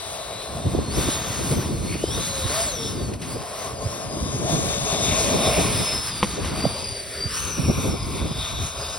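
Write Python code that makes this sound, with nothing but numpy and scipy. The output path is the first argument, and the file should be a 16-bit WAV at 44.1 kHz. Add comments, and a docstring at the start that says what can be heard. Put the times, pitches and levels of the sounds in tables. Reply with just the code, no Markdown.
"""A small radio-controlled hovercraft on concrete in a skate park, heard on a hand-held two-port phone.
From the start its twelve-blade thrust fan whines with the throttle over rushing duct air and cushion roar.
Gusts soon buffet the ports: shaped noise and short sagging tones. Past 3 s the skirt scrapes lightly.
Near 6 s the cushion roar drops away, then the craft lands from a jump: decaying hull tones and scrapes.
After that, delayed copies from the ground and a far ramp comb the rush, and the tones break up."""
import sys
import numpy as np
from scipy import signal
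from scipy.fft import rfft, irfft, next_fast_len
from scipy.io import wavfile
from scipy.ndimage import uniform_filter1d, map_coordinates

SR = 44100
rng = np.random.default_rng(int(sys.argv[2]) if len(sys.argv) > 2 else 0)


def unload_wav(signal):
    """Save mono or channel-first audio to the path in sys.argv[1] as 16-bit WAV at rate SR, clipped to [-1, 1]."""
    wavfile.write(
        sys.argv[1],
        SR,
        np.round(np.clip(np.atleast_2d(signal).T, -1, 1) * 32767).astype(np.int16),
    )


N = 396018
BLADES = 12
SPLIT_HZ = 6200  # where the treble begins, in the rush and at the ports
OPPOSITE = np.array([[1], [-1]])  # left and right port with opposite sign


def undb(db):
    """Decibels to gain."""
    return 10 ** (np.asarray(db) / 20)


def unit(x):
    """Scale to rms 1."""
    return x / np.sqrt(np.mean(x ** 2))


def curves(table):
    """Columns of a timed table, one value per sample."""
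    s, *columns = np.transpose(table)
    return [np.interp(np.arange(N) / SR, s, column) for column in columns]


def colour(x, points):
    """Shape a signal by (frequency [Hz], level [dB]) points on a log-frequency axis."""
    size = next_fast_len(N)
    hz, db = np.transpose(points)
    grid = np.maximum(np.arange(size // 2 + 1) * SR / size, 1)
    gain = undb(np.interp(np.log(grid), np.log(hz), db))
    return irfft(rfft(x, size) * gain, size)[..., :N]


def butter(x, order, hz, kind="low"):
    """Butterworth filter running forward in time."""
    return signal.sosfilt(signal.butter(order, hz, kind, fs=SR, output="sos"), x)


def smooth_low(x, hz):
    """Low-pass without delay."""
    return signal.sosfiltfilt(signal.butter(2, hz, fs=SR, output="sos"), x)


def delayed(x, samples):
    """Read a signal late by a fixed or changing number of samples."""
    return np.interp(np.arange(N) - samples, np.arange(N), x)


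def band(x, hz, width):
    """Two-pole resonance."""
    return signal.lfilter(*signal.iirpeak(hz, hz / width, fs=SR), x)


def walk(rate):
    """Random levels held 1 / rate s and smoothed twice; spread near 1."""
    hold = int(SR / rate)
    steps = np.repeat(rng.standard_normal(N // hold + 1), hold)
    return 1.477 * uniform_filter1d(uniform_filter1d(steps, hold), hold)[:N]


def gaining(log_speed, scale):
    """From 0 towards 1 as a logarithmic speed rises; scale is its rise per second."""
    return np.tanh(np.maximum(np.gradient(log_speed) * SR / scale, 0))


def fading(rate, depth):
    """Gain of a tone whose steady path meets scattered paths through turbulent air."""
    return np.hypot(1 + depth * walk(rate), depth * walk(rate))


def dip(s, half, db):
    """A flat-bottomed change of level in dB around a time."""
    return db * np.exp(-np.square(((np.arange(N) / SR - s) / half) ** 2))


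def add(out, s, sound):
    """Mix a short sound in at a time."""
    i = int(s * SR)
    out[..., i:i + sound.shape[-1]] += sound[..., :N - i]


# the driver moves the throttle: (time [s], blade-passing frequency the fan heads for [Hz])
THROTTLE = [(0.0, 3981), (0.245, 3607), (0.293, 4084), (0.731, 4274), (0.896, 6842), (1.112, 6382),
            (1.267, 6512), (1.493, 5827), (1.607, 4007), (1.817, 4568), (1.972, 5232), (2.078, 6649),
            (2.302, 6169), (2.461, 8353), (2.635, 5205), (2.789, 5415), (2.902, 4354), (3.049, 4067),
            (3.235, 5300), (3.29, 5010), (3.442, 5417), (3.508, 6386), (3.65, 4465), (3.81, 5880),
            (3.958, 4806), (4.08, 5051), (4.323, 5273), (5.562, 5102), (5.746, 5167), (6.06, 4679),
            (6.273, 4721), (6.735, 4855), (6.851, 4635), (7.051, 4723), (7.272, 6424), (7.455, 5477),
            (7.627, 5768), (7.85, 4937), (8.087, 5033), (8.38, 5685), (8.615, 4923), (8.816, 5116)]


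def fan_speed():
    """Blade-passing frequency: the rotor follows each throttle setting through two equal lags."""
    lag_s = .0414
    s, hz = np.transpose(THROTTLE)
    setting = hz[np.searchsorted(s, np.arange(N) / SR, side="right") - 1]
    keep = np.exp(-1 / (lag_s * SR))
    return hz[0] + signal.lfilter([(1 - keep) ** 2], [1, -2 * keep, keep ** 2], setting - hz[0])


# low motor orders: (time [s], once-a-turn level [dB], level of the rough band near seven a turn [dB])
HUM = [(1.0, -58, -68), (1.2, -43, -68), (1.8, -58, -66), (2.12, -52, -38), (2.25, -37, -39),
       (2.48, -36, -33), (2.62, -30, -39), (2.72, -36, -34), (2.84, -34, -46), (2.95, -56, -62),
       (4.2, -48, -66), (6.6, -58, -66), (7.2, -42, -66), (7.4, -58, -66)]


def motor_hum(turn):
    """Motor orders: a tone once a turn and a roughened band around a higher order."""
    hum_db, pole_db = curves(HUM)
    hum = undb(hum_db) * (fading(30, .3) + .3 * walk(120)) * np.sin(turn)
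    rough = .5 * fading(40, .5) + walk(450)
    return hum + undb(pole_db) * rough * np.sin(7.4 * turn)


# a weaker rotor order: (multiple of shaft speed, level against the rush [dB], added gaining speed [dB])
SHAFT = (18, -30, 22)
# second harmonic of the blade tone: (time [s], level against the rush [dB])
OCTAVE = [(.5, -8), (.62, 1), (.75, -8), (.92, 1), (1.62, 2), (1.78, -12), (1.9, -3), (2.8, 1), (3.1, -12),
          (3.6, -2), (4.35, 1), (4.8, -5), (5.3, -4), (5.7, 3), (6.15, 4), (6.4, -4), (6.85, 1), (7.5, -11),
          (8.0, -3), (8.98, -6)]
# how these high orders reach the phone: (frequency [Hz], level [dB])
ORDER_COLOUR = [(6000, 10), (7000, 4), (8200, 7.5), (9300, -2), (11000, -5.5), (13000, -13), (15500, -13)]


def high_orders(blade_hz, turn, roughness):
    """A shaft order that rises while the fan gains speed, and the octave of the blade tone."""
    multiple, db, more_db = SHAFT
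    shaft_db = db + more_db * gaining(np.log(blade_hz), 1.3)
    orders = undb(shaft_db) * fading(9.6, 0.95) * np.sin(round(multiple) * turn)
    octave_gain = undb(curves(OCTAVE)[0]) * (fading(30, 0.33) + 1.6 * roughness)
    orders += octave_gain * np.sin(2 * BLADES * turn)
    return colour(orders, ORDER_COLOUR)


# the blade tone swells and fades in a narrow beam: (time [s], level against the rush [dB])
WHINE = [(0, 0), (.45, 6), (.75, -9), (.87, 3), (1.0, -3), (1.15, 4), (1.5, -6), (1.6, 1), (1.7, -2),
         (1.87, 6), (2.02, 1), (2.1, 10), (2.18, 2), (2.35, 4), (2.47, -8), (2.61, 9), (2.85, 6), (3.05, 3),
         (3.21, -16), (3.33, 2), (3.45, -4), (3.62, 1), (4.25, 2), (4.45, -5), (4.8, -3), (5.08, 3),
         (5.3, -3), (5.5, 8), (5.7, -1), (5.8, 8), (6.0, 12), (6.14, 10), (6.27, -4), (6.5, -4), (6.62, 8),
         (6.73, 5), (6.84, 12), (7.07, -4), (7.22, 10), (7.36, -6), (7.47, 1), (7.65, 2), (7.89, -4),
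         (7.97, 3), (8.19, -4), (8.34, 3), (8.6, -10), (8.79, 5), (8.98, 0)]
# later paths off the ground and off the far ramp: (time [s], first cancelled frequency [Hz], share)
BOUNCE = [
    [(6.6, 1900, 0), (6.8, 1750, .75), (7.15, 1050, .4), (7.3, 930, .4), (7.36, 900, 0)],
    [(6.8, 1050, 0), (6.95, 990, .45), (7.4, 715, .7), (7.7, 635, .8), (8.0, 575, .6), (8.3, 600, .25),
     (8.98, 680, .5)],
]
# tones come back off the far ramp: (delay [s], gain against that path's share)
RAMP_ECHO = (.031, .9)


def rotor_tones(blade_hz, air_db):
    """Blade tone, motor hum and high orders on one rotor phase; a ramp sends them back late."""
    flutter = .0014 * walk(60) + .0012 * walk(12)
    turn = 2 * np.pi * np.cumsum(blade_hz * (1 + flutter)) / SR / BLADES
    far = curves(BOUNCE[1])[1]  # by the far ramp the tones break up more
    roughness = (.33 + .8 * far) * walk(500)  # uneven inflow shakes the blade loading
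    whine = (fading(30, .22 + .7 * far) + roughness) * np.sin(BLADES * turn)
    out = undb(air_db + curves(WHINE)[0]) * whine + motor_hum(turn)
    out += undb(air_db) * high_orders(blade_hz, turn, roughness)
    delay_s, gain = RAMP_ECHO
    return out + gain * far * fading(40, 0.25) * delayed(out, delay_s * SR)


def ringing(modes):
    """Noise held in a few resonances that each swell and sink; rms 1."""
    out = 0
    for hz, width, db in modes:
        held = band(band(rng.standard_normal(N), hz, width), hz, 2 * width)
        out = out + undb(db + 2.3 * walk(18)) * unit(held)
    return unit(out)


# air through duct and microphone: (frequency [Hz], relative level per Hz [dB])
RUSH = [(300, -11), (1100, 6), (1700, -0.5), (2300, -0.5), (3000, -2.5), (4400, 0.5), (5200, 0), (5900, -4),
        (6700, -5), (7400, 2), (9300, 3), (11000, -5.5), (13000, -17), (15500, -6.5)]
# three groups of duct resonances: (frequency [Hz], width [Hz], level within the group [dB])
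DUCT = [
    [(2387, 600, 0)],
    [(3647, 336, 3), (3900, 1600, -3.5)],
    [(6690, 1500, 0)],
]
# cavity under the skirt, low and upper group: (frequency [Hz], width [Hz], level within the group [dB])
CUSHION = [
    [(431.5, 75, -3.5), (561, 83, -3), (657.5, 126, 2.5)],
    [(1065, 115, 0)],
]


def air(air_db, treble_db, *ring_db):
    """Turbulent duct rush in a low and a high part, the duct's howls and the roar of the cushion cavity."""
    rush = colour(rng.standard_normal(N), RUSH)
    rush /= band(rush, 1770, 1330).std()
    low = butter(rush, 2, SPLIT_HZ)
    out = low + undb(treble_db + 1.3 * walk(20)) * (rush - low)
    for db, modes in zip(ring_db, DUCT + CUSHION):
        out += undb(db) * ringing(modes)
    return undb(air_db + .8 * walk(25)) * out


# nearness: (time [s], rush at cruising speed [dB], cushion roar against it [dB])
NEAR = [(0, -37, -7.5), (.4, -40, -2), (1.3, -42.5, 0.5), (2.0, -44.5, -3.5), (2.6, -44.5, 4.5),
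        (3.2, -43.5, -4.5), (3.6, -46, 10), (4.25, -43.5, 5.5), (5.2, -37.5, 4.5), (5.5, -36, 4.5),
        (5.96, -38, -4.5), (6.02, -40, -21), (6.6, -37, -10.5), (7.2, -42, -1), (8.3, -44.5, 0),
        (8.98, -43, 6)]
# heading: (time [s], 1 for nose towards the phone, -1 for fan outlet towards it)
FACING = [(1.0, 0.15), (1.6, -0.19), (2.3, 0.26), (2.6, -0.11), (2.85, 1), (3.2, -1.2), (3.9, -0.58),
          (4.5, 0.7), (5.35, 0.87), (5.75, 0.46), (7.0, -0.8), (8.25, 0.51), (8.42, 1), (8.98, 0.34)]
# the craft falls quiet for a moment: (time [s], half length [s], level change [dB])
HUSH = (3.18, .018, -6)
# treble of the rush: (time [s], level against the rush [dB])
TREBLE = [(0, -2), (1.2, -2), (2.0, 2), (2.7, -0.5), (3.9, -3.5), (5.15, -0.5), (5.7, 2.5), (6.5, -7),
          (7.4, -1.5)]
# lowest duct resonance: (time [s], level against the rush [dB])
THROAT = [(.8, -10.5), (1.5, -22), (1.95, 5), (2.15, -22), (4.3, -14), (5.1, 3), (5.95, 1), (6.02, -12),
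          (7.6, -2), (8.98, -6)]
# middle duct resonance against the rush: (side-on [dB], added nose-on [dB])
HOWL = (-2.85, 10.7)
# upper duct resonance, heard ahead: (against treble [dB], most added closing in [dB], its scale [dB/s])
AHEAD = (0, 24.4, 14)
# low and upper cushion group: offset from the roar level [dB]
ROARS_DB = [5, -4.5]
# the low group carries less far: (slope [dB per dB of nearness], nearness where it is unchanged [dB])
ROAR_NEAR = (0.64, -39)


def air_levels(blade_hz):
    """Rush level from nearness and fan speed, then treble, duct and cushion levels against it."""
    cruise_hz, rush_db_per_octave, spin_up_db = 5000, 14.5, 2
    near_db, roar_db = curves(NEAR)
    octaves = np.log2(blade_hz / cruise_hz)
    thrust_db = rush_db_per_octave * octaves + spin_up_db * gaining(octaves, 1.4)
    air_db = near_db + thrust_db + dip(*HUSH)
    treble_db = curves(TREBLE)[0]
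    howl_db = HOWL[0] + HOWL[1] * curves(FACING)[0]
    ahead_db, closing_db, closing_scale = AHEAD
    approach = uniform_filter1d(np.gradient(near_db), size=SR // 2) * SR  # dB per s
    closing = np.tanh(np.maximum(approach / closing_scale, 0))
    upper_duct_db = treble_db + ahead_db + closing_db * closing
    # the lift fan runs evenly, so the thrust is taken back out
    low_db, upper_db = (db + roar_db - thrust_db for db in ROARS_DB)
    low_db = low_db + ROAR_NEAR[0] * (near_db - ROAR_NEAR[1])
    return air_db, [treble_db, curves(THROAT)[0], howl_db, upper_duct_db, low_db, upper_db]


# strong single eddies bursting on the ports: (time [s], level before panning [dB], frequency [Hz])
BUFFETS = [(0.66, -27, 200), (0.748, -17, 380), (0.787, -16, 418), (0.982, -28, 200), (1.086, -13.5, 305),
           (1.52, -19, 120), (1.58, -27, 200), (1.725, -24, 200), (1.954, -20, 356), (2.038, -11, 413),
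           (2.453, -19.5, 124), (3.86, -18, 120), (4.536, -15, 161), (6.64, -14.5, 280),
           (6.652, -12.5, 650), (6.662, -14.5, 190), (7.258, -20.5, 124), (7.595, -17, 175),
           (7.698, -10.5, 201), (7.783, -24, 146), (7.89, -22.5, 201), (8.218, -22.5, 90), (8.25, -24, 213),
           (8.312, -24, 175)]


def buffets():
    """Each eddy is a short low tone with a sharper front, panned at random between the ports."""
    out, t = np.zeros((2, N)), np.arange(-1300, 2200) / SR
    chances = rng.uniform(-2.6, 1, (len(BUFFETS), 2))
    for (s, db, hz), (phase, pan) in zip(BUFFETS, chances):
        swell = np.exp(-(np.abs(t) * hz / np.where(t < 0, .6, 1.6)) ** 2.0)
        # pitch sags as the eddy spreads
        eddy = swell * np.cos(2 * np.pi * hz * t / (1 + 25 * np.abs(t)) + phase)
        # smaller eddies have a sharper front
        eddy += hz / 1000 * np.exp(-(t / 0.0019) ** 2) * np.cos(2 * np.pi * 600 * t + phase)
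        add(out, s + t[0] + 0.0023, undb(db + 3.1 * pan * OPPOSITE) * eddy)
    return out


# wind on the ports: (time [s], level before swells and lumps [dB])
WIND = [(.42, -43.5), (.55, -35.5), (.8, -28.5), (1.12, -30), (1.25, -34.5), (1.42, -30), (1.55, -30.5),
        (1.88, -29), (1.93, -32.5), (2.12, -35), (2.22, -31), (2.4, -33.5), (2.73, -35), (2.87, -31),
        (3.41, -34), (3.47, -42), (3.8, -38.5), (4.35, -31), (4.47, -31.5), (4.6, -25.5), (4.73, -31),
        (5.57, -26.5), (6.15, -35.5), (6.55, -30), (6.75, -36.5), (7.03, -42), (7.4, -39.5), (7.7, -28.5),
        (7.98, -32), (8.13, -33), (8.24, -30.5), (8.42, -38), (8.63, -35), (8.98, -45)]
# deep rumble in the wind: (time [s], level against the wind [dB])
RUMBLE = [(0, 1.5), (4.5, -0.5), (6.6, 1.5), (8.4, 6.5)]
# wind noise: (frequency [Hz], relative level per Hz [dB])
GUST = [(25, -25.5), (59, -0.5), (135, -3.5), (420, -14), (730, -25.5), (1200, -34), (2600, -74)]
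# part that differs between the ports: (frequency [Hz], level [dB])
GUST_APART = [(30, -5), (100, -10.5), (200, -4.5), (400, -4), (900, -1)]


def wind():
    """Rumble made lumpy by eddies of scattered size, partly shared by both ports, and the strongest eddies."""
    swells_db = [dip(s, 0.016, 3.5) for s, _, _ in BUFFETS]  # the wind swells around each strong eddy
    wind_db = curves(WIND)[0] + np.max(swells_db, axis=0)
    lump = walk(40)
    port_lumps = np.array([walk(60), walk(60)])
    noise = rng.standard_normal((2, N)) * undb(1.7 * lump + 1.3 * port_lumps)
    shared, apart = colour(noise, GUST)
    both = unit(shared * undb([[.4], [-.4]]) + colour(apart, GUST_APART) * OPPOSITE)
    bass = smooth_low(both, 105)
    bright_db = 0.5 * (wind_db + 37.0) + 1.8 * walk(13)  # faster gusts carry smaller eddies
    rumble_db = curves(RUMBLE)[0] + 3.3 * walk(31)
    out = undb(wind_db) * (undb(bright_db) * (both - bass) + undb(rumble_db) * bass)
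    snap = butter(both, 2, [300, 900], "band")
    out += undb(wind_db + bright_db - 2.0) * np.maximum(lump - .7, 0) * snap  # biggest lumps reach higher
    return out + buffets()


# the skirt strikes the concrete: (time [s], knock level [dB], scrape level [dB], scrape length [s])
BUMPS = [(3.134, -55, -32.5, 0.011), (3.215, -49, -34.5, 0.042), (6.229, -8.5, -27, 0.016),
         (6.2337, -17, -35, 0.012), (6.243, -23, -39, 0.013), (6.446, -25.5, -33.5, 0.058)]
# plastic hull: (frequency [Hz], level against the knock [dB], time to decay by 60 dB [s])
HULL = [(202, -6.5, 0.087), (337, -5.5, 0.055), (513, -3.5, 0.049), (1015, 10.5, 0.0082),
        (2170, 13, 0.0028), (2860, 9, 0.0026)]


def bumps():
    """Each blow rings the plastic hull while the skirt scrapes briefly."""
    out, t = np.zeros(N), np.arange(4000) / SR
    grit_colour = [(300, -33), (2000, 14.5), (6000, 10.5), (11000, 7.5), (15000, -30)]  # (Hz, dB)
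    grit = unit(colour(rng.standard_normal(N), grit_colour))
    modes = sum(undb(db) * np.sin(2 * np.pi * hz * t) * 1000. ** (-t / t60) for hz, db, t60 in HULL)
    ring = np.tanh(t / 0.00036) * modes
    for s, knock_db, scrape_db, length in BUMPS:
        scrape = grit[int(s * SR):][:len(t)] * np.tanh(t / 0.002) * np.exp(-(t / length) ** 2)
        add(out, s, undb(knock_db) * ring + undb(scrape_db) * scrape)
    return out


# rough concrete scatters what lies above: ground and ramp path limits [Hz]
BOUNCE_TOP_HZ = [2190, 3200]


def bounce(x):
    """Add each delayed path; it weakens odd multiples of its first cancelled frequency."""
    for path, top_hz in zip(BOUNCE, BOUNCE_TOP_HZ):
        notch_hz, share = curves(path)
        dull = smooth_low(x, top_hz)
        late = delayed(dull, SR / notch_hz / 2)
        x = x - dull + (dull + share * late) / np.sqrt(1 + share ** 2)
    return x


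# bearing of the craft: (time [s], pan below the treble before port scaling [dB], positive to the left)
BEARING = [(0.0, 8), (0.97, 2.5), (3.38, 3), (4.7, 12), (5.57, 1), (8.98, 3)]


def ports(x):
    """The phone's two ports: panned in the lows; in the treble the right one is inverted and leads."""
    lead = 6  # samples
    size = next_fast_len(N)
    hz = np.arange(size // 2 + 1) * SR / size
    spectrum = rfft(x, size)
    treble = 1 / (1 + np.exp((SPLIT_HZ - hz) / 200))
    low = irfft(spectrum * (1 - treble), size)[:N]
    led = irfft(spectrum * treble * -np.exp(2j * np.pi * hz * lead / SR), size)[:N]
    pan_db = curves(BEARING)[0]
    shaded = butter(low, 1, 700, "high")  # the phone body shades short waves most
    far = low + (undb(-.8 * pan_db) - 1) * shaded
    far = map_coordinates(far, [np.arange(N) - 0.27 * pan_db], order=3)  # the shaded port also hears it later
    return np.array([x + (undb(0.28 * pan_db) - 1) * shaded, led + far])


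# scattered sound, opposite in sign at the two ports: (frequency [Hz], level [dB])
SCATTER = [(400, -7.5), (1200, -12), (2200, -15), (3300, -3.5), (4600, -38), (6000, 2.5), (7300, -49),
           (11000, -25), (13000, -6)]


def scene():
    """Craft through both ports, scattered sound from the park, and the wind."""
    blade_hz = fan_speed()
    air_db, colours = air_levels(blade_hz)
    craft = rotor_tones(blade_hz, air_db) + bounce(air(air_db, *colours)) + bumps()
    scattered = colour(bounce(air(air_db, *colours)), SCATTER)
    return ports(craft) + scattered * OPPOSITE + wind()


def record(dry):
    """The phone rounds the loudest peaks and cuts the top."""
    top_hz = 15900
    rounded = .9 * np.tanh(dry / .9)
    return signal.sosfilt(signal.ellip(14, .2, 90, top_hz, fs=SR, output="sos"), rounded)


dry = scene()
out = record(dry)
unload_wav(out)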